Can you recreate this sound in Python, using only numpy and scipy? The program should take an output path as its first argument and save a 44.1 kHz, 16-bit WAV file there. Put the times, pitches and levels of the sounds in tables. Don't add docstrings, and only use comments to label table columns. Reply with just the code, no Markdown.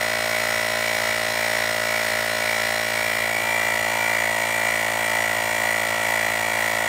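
import sys
import numpy as np
from scipy import signal
from scipy.fft import rfft, irfft
from scipy.io import wavfile
from scipy.ndimage import uniform_filter1d

SR = 44100
rng = np.random.default_rng(int(sys.argv[2]) if len(sys.argv) > 2 else 0)


def unload_wav(signal):
    wavfile.write(
        sys.argv[1],
        SR,
        np.round(np.clip(np.atleast_2d(signal).T, -1, 1) * 32767).astype(np.int16),
    )


def invert_db(level):
    return 10 ** (np.asarray(level, dtype=float) / 20)


N = 303408
T = np.arange(N) / SR
TEETH = 35


def knocks(turns, grip, jitter_turns=0.0003, uneven_db=-0.25):
    # angle/turn, thud free/dB, thud held/dB, tick free/dB, tick held/dB
    pulls = [(0.12, -6, -6.5, -6.5, -13), (0.471, -6, -18, -4, -6), (0.585, -3, 0, 3, -0.5),
             (.765, 4, 0.5, 3.5, -1.5), (0.926, -7, 1.5, -34, -22)]
    # angle/turn, thud free/dB, thud held/dB, tick free/dB, tick held/dB
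    pushes = [(0.329, -32, -48, -13, -15), (0.512, -12.5, -16.5, -5.5, -3), (0.618, -32, -58, -42, -24.5),
              (0.718, -2, -0.5, -10.5, -20), (0.811, -2.5, -4.5, -2.5, -9.5)]
    # f/Hz, width/Hz, free level/dB, held level/dB
    thud_modes = [(624, 31, -4, -38), (604, 380, -0.5, 0), (886, 105, -13, -5), (1051, 47, 2.5, -7),
                  (723, 14, -39, -6.5), (1244, 53, -11, -25), (1317, 71, 3, -5), (1428, 13, 5, -18)]
    # f/Hz, width/Hz, free level/dB, held level/dB
    tick_modes = [(2370, 48, 7, -39), (2370, 50, -1, -32), (2570, 43, 9.5, 9), (2803, 184, -1, 5),
                  (3017, 85, -9.5, -1.5), (3252, 112, 1, 4), (3410, 130, -9.5, -9.5), (3707, 89, 4.5, 2),
                  (4060, 52, -19, -7), (4144, 110, -5, -4), (4560, 58, -25, -4.5), (5010, 250, -4.5, -8.5),
                  (5355, 93, -5.5, -9.5), (6100, 230, -36, -3), (6910, 157, -16, 2), (7300, 100, -33, -30),
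                  (7960, 130, -10, -6), (8390, 240, -23.5, -15), (9250, 130, -22, -13),
                  (9400, 150, -31, -24), (10100, 120, -20, -15)]
    angle, thud_free, thud_held, tick_free, tick_held = np.transpose(pulls + pushes)
    sign = np.repeat([-1, 1], [len(pulls), len(pushes)])
    luck = drifting(turns, 2 * len(angle)).reshape(-1, len(angle), 2)
    places = np.arange(len(luck))[:, None] + angle + jitter_turns * luck[..., 0]
    held = np.interp(places, turns, grip)
    size = sign * invert_db(uneven_db * luck[..., 1])
    thud_size = size * invert_db(thud_free + held * (thud_held - thud_free))
    tick_size = size * invert_db(tick_free + held * (tick_held - tick_free))
    thuds = clicks(places.ravel(), turns, thud_size.ravel())
    ticks = clicks(places.ravel(), turns, tick_size.ravel())
    thud_ring = invert_db(-29.0) * case(thuds, thud_modes, grip, floor_hz=583)
    tick_ring = invert_db(-33.5) * case(ticks, tick_modes, grip, floor_hz=2320)
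    return thud_ring + tick_ring


def gears(turns, grip, slip, uneven_db=1.2):
    # angle/turn, spread/turn, level/dB
    load = [
        (.46, 0.072, 0.5),
        (.61, 0.056, 10.5),
        (.81, 0.014, 9.5),
        (.98, 0.027, 2),
    ]
    # f/Hz, width/Hz, free level/dB, held level/dB
    whine_modes = [(1687, 18, 12, 4), (1773, 79, 9.5, -7.5), (1807, 940, 2, 5), (2180, 41, -31, -36),
                   (2352, 15.7, 10, 17.5)]
    head_start = [0.32, 0.31]
    teeth = np.arange(int(turns[-1] * TEETH))
    mesh = clicks(teeth / TEETH, turns, invert_db(uneven_db * rng.standard_normal(len(teeth))))
    creep_turns = turns * (TEETH + 1) + slip + 0.081
    creep = clicks(teeth, creep_turns, invert_db(uneven_db * rng.standard_normal(len(teeth))))
    creep_db = -14.5 + 3 * grip
    drive = round_turn(load, turns) * (mesh + invert_db(creep_db) * creep)
    tone_16 = np.sin(2 * np.pi * (16 * turns - slip + head_start[0]))
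    tone_17 = np.sin(2 * np.pi * (17 * turns - slip + head_start[1]))
    motor = invert_db(-46.5) * (tone_16 + .6 * grip * tone_17)
    whine = case(drive, whine_modes, grip, floor_hz=1722, top_hz=3450)
    return invert_db(-27.5 + 1.13 * grip) * whine + motor


def pin(turns, grip, slip, fade_db=13.0):
    # f/Hz, width/Hz, free level/dB, held level/dB
    pin_modes = [(2277, 81, 14.5, 8), (880, 63, -21, -10)]
    luck = drifting(turns, count=2)
    places = np.arange(len(luck)) + .73 + 0.00041 * luck[:, 0]
    since_step = (slip + .3) % 1
    slack = (1 - .6 * grip) * (1 - hump(since_step, .3, .12))
    jolt_db = 7 * hump(T, 3.27, 0.25)
    force_db = 6 + jolt_db - fade_db * slack
    size = invert_db(np.interp(places, turns, force_db) + 2.0 * luck[:, 1])
    push = signal.windows.hann(61) * np.sin(2 * np.pi * 2250 * np.arange(61) / SR + 2.72)
    slaps = np.convolve(clicks(places, turns, size), push)[:N]
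    return invert_db(-38.0) * case(slaps, pin_modes, grip, floor_hz=690, top_hz=2360)


def air(turns, grip, slip, grit_db=-0.5):
    # angle/turn, spread/turn, level/dB
    rattling = [(.25, 0.086, -0.5), (.42, 0.031, -3.5), (.7, 0.057, 5.5), (.97, 0.14, 4)]
    # angle/turn, spread/turn, level/dB
    hissing = [(.2, .2, -8), (.5, 0.12, -5.5), (.7, 0.029, -2.5), (.88, 0.069, -0.5)]
    # f/Hz, width/Hz, free level/dB, held level/dB
    rattle_modes = [(657, 290, -11.5, -13.5), (874, 400, -8.5, -8.5), (971, 130, -12, -4.5),
                    (1210, 106, -16, -11.5), (1413, 223, -6.5, -6.5), (2000, 380, -8, -4),
                    (2263, 186, 1.5, 2.5)]
    # f/Hz, width/Hz, free level/dB, held level/dB
    hiss_modes = [(2800, 670, 3.5, 1.5), (3284, 140, -1, -1), (4030, 230, 6, -4.5), (4540, 2060, 2, -0.5),
                  (5580, 570, 3, -4.5), (5740, 110, -11, 3.5), (6760, 460, -7, -3), (6600, 240, 3, -20),
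                  (6940, 510, 0, -0.5), (7420, 190, -4.5, -12), (8080, 810, -0.5, 0.5), (8620, 360, 0, 2),
                  (8810, 240, -3, -1), (9060, 180, 1.5, -12), (9660, 2600, -2.5, -5.5),
                  (10580, 160, -19, -2), (11400, 540, -4, -3.5), (12500, 1100, -5, -5),
                  (14100, 400, -8, -9), (14700, 1300, -2, -2)]
    swell_db = 0.36 * np.cos(2 * np.pi * (slip - .15))
    rough = evened(uniform_filter1d(rng.standard_normal(N), size=24))
    grit = invert_db(grit_db * rough + 0.77 * np.cos(2 * np.pi * TEETH * turns))
    shaken = round_turn(rattling, turns) * invert_db(swell_db)
    blown = round_turn(hissing, turns) * invert_db(1.6 * swell_db) * grit
    rattle = case(shaken, rattle_modes, grip, floor_hz=544, top_hz=2380, loose=True, repeat=0.48)
    hiss = case(blown, hiss_modes, grip, floor_hz=1900, loose=True, repeat=0.49)
    return invert_db(-31.0) * rattle + invert_db(-33.5 + 0.3 * grip) * hiss


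def shake(turns, grip):
    # multiple of crank speed, free level/dB, held level/dB
    orders = [(1, -51.5, -52), (2, -42.5, -42), (3, -60, -56.5), (4, -41.5, -41.5), (5, -47, -48),
              (6, -49, -44.5), (7, -45.5, -47.5), (8, -47, -48), (9, -42.5, -41), (10, -56.5, -40),
              (16, -53, -37.5)]
    shove, lean, body_lag, even_lag = .91, .006, .25, .13
    rocking = 0
    for k, free_db, held_db in orders:
        phase = k * (turns - shove) + lean * k ** 2 - body_lag - even_lag * (1 - k % 2)
        rocking = rocking - invert_db(free_db + grip * (held_db - free_db)) * np.cos(2 * np.pi * phase)
    return rocking


def scrape():
    start_s, rise_s, level_db, fade_db_per_s = 3.29, 0.043, -44, 21
    since = np.maximum(T - start_s, 0)
    gain = np.minimum(since / rise_s, 1) * invert_db(level_db - fade_db_per_s * since)
    hz = 435 - 85 * hump(T, 3.46, 0.048)
    stutter = invert_db(1.5 * evened(uniform_filter1d(rng.standard_normal(N), size=900)))
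    friction = stutter * rng.standard_normal(N)
    return gain * evened(resonate(resonate(friction, hz, 140), hz, 140))


def yard():
    # f/Hz, level per Hz/dB
    spectrum = [(25, -40), (45, -12), (75, -4), (100, -11), (135, -5), (200, -7), (300, -7.5), (480, -10.5),
                (1000, -13.5), (4000, -13), (16000, -31)]
    hz, db = np.transpose(spectrum)
    colour = invert_db(np.interp(np.log(np.fft.rfftfreq(N, 1 / SR) + 1), np.log(hz), db))
    wash = evened(irfft(rfft(rng.standard_normal(N)) * colour, N))
    hum = evened(mode(rng.standard_normal(N), 98.8, 2.5))
    return invert_db(-49.0) * wash + invert_db(-56.5) * hum


def crank():
    start_turn, start_rpm, sag_rpm_per_s = -.0154, 3398.05, 9.893
    return start_turn + (start_rpm * T - sag_rpm_per_s * T ** 2 / 2) / 60


def case(x, modes, grip, floor_hz, top_hz=19000, loose=False, repeat=0):
    ring = 0
    for hz, width, free_db, held_db in modes:
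        if loose:
            first_stage = mode(x * shiver(repeat), hz, 1.3 * width)
            part = mode(first_stage, hz, 1.3 * width)
        else:
            part = mode(x, hz, width)
        ring = ring + invert_db(free_db + grip * (held_db - free_db)) * part
    radiated_band = signal.butter(4, [floor_hz, top_hz], "band", fs=SR, output="sos")
    return evened(signal.sosfiltfilt(radiated_band, ring))


def mode(x, hz, width):
    r = np.exp(-np.pi * width / SR)
    return 2 * signal.lfilter([1 - r], [1, -r * np.exp(2j * np.pi * hz / SR)], x).imag


def resonate(x, hz, width):
    turn = np.exp(2j * np.pi * np.cumsum(hz + 0 * T) / SR)
    r = np.exp(-np.pi * width / SR)
    return 2 * (turn * signal.lfilter([1 - r], [1, -r], x / turn)).imag


def shiver(repeat):
    turn_samples = 787
    place = ((crank() + 1) * turn_samples).astype(int)
    fresh = rng.standard_normal((place[-1] // turn_samples + 1, turn_samples))
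    carried = signal.lfilter([1], [1, -repeat], fresh, axis=0)
    return np.sqrt(1 - repeat ** 2) * carried.ravel()[place]


def drifting(turns, count, memory=7, fresh=0.85):
    luck = rng.standard_normal((int(turns[-1]) + 1, count, 2))
    carried = evened(uniform_filter1d(luck[..., 1], size=memory, axis=0))
    return fresh * luck[..., 0] + (1 - fresh) * carried


def clicks(places, turns, sizes):
    at = np.interp(places, turns, np.arange(N), left=N, right=N)
    whole = at.astype(int)
    part = at - whole
    early = np.bincount(whole, sizes * (1 - part), N + 2)
    late = np.bincount(whole + 1, sizes * part, N + 2)
    return (early + late)[:N]


def round_turn(swells, turns):
    return sum(invert_db(db) * hump((turns - angle + .5) % 1, 0.4954, spread) for angle, spread, db in swells)


def hump(x, centre, spread):
    return np.exp(-.5 * ((x - centre) / spread) ** 2)


def evened(x):
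    return x / np.sqrt(np.mean(x ** 2) + 1e-20)


def scene():
    turns = crank()
    loose_grip, grab_s, close_s = 0.072, 3.2, 0.14
    closing = 1 / (1 + np.exp((grab_s - T) / close_s))
    grip = np.clip(loose_grip + (1 - loose_grip) * closing, 0, 1)
    slip = .37 + 1.8226 * T + .0343 * T ** 2 / 2
    pump = knocks(turns, grip) + gears(turns, grip, slip) + pin(turns, grip, slip)
    pump = pump + air(turns, grip, slip) + shake(turns, grip)
    return (pump + scrape() + yard())[None]


def roll_off(x):
    return signal.sosfilt(signal.butter(12, 16720, fs=SR, output="sos"), x)


def record(dry):
    low_pass = signal.firwin(1023, 15720, window=("kaiser", 7), fs=SR)
    limited = signal.oaconvolve(dry, low_pass[None], "same")
    return roll_off(limited)


dry = scene()
out = record(dry)
unload_wav(out)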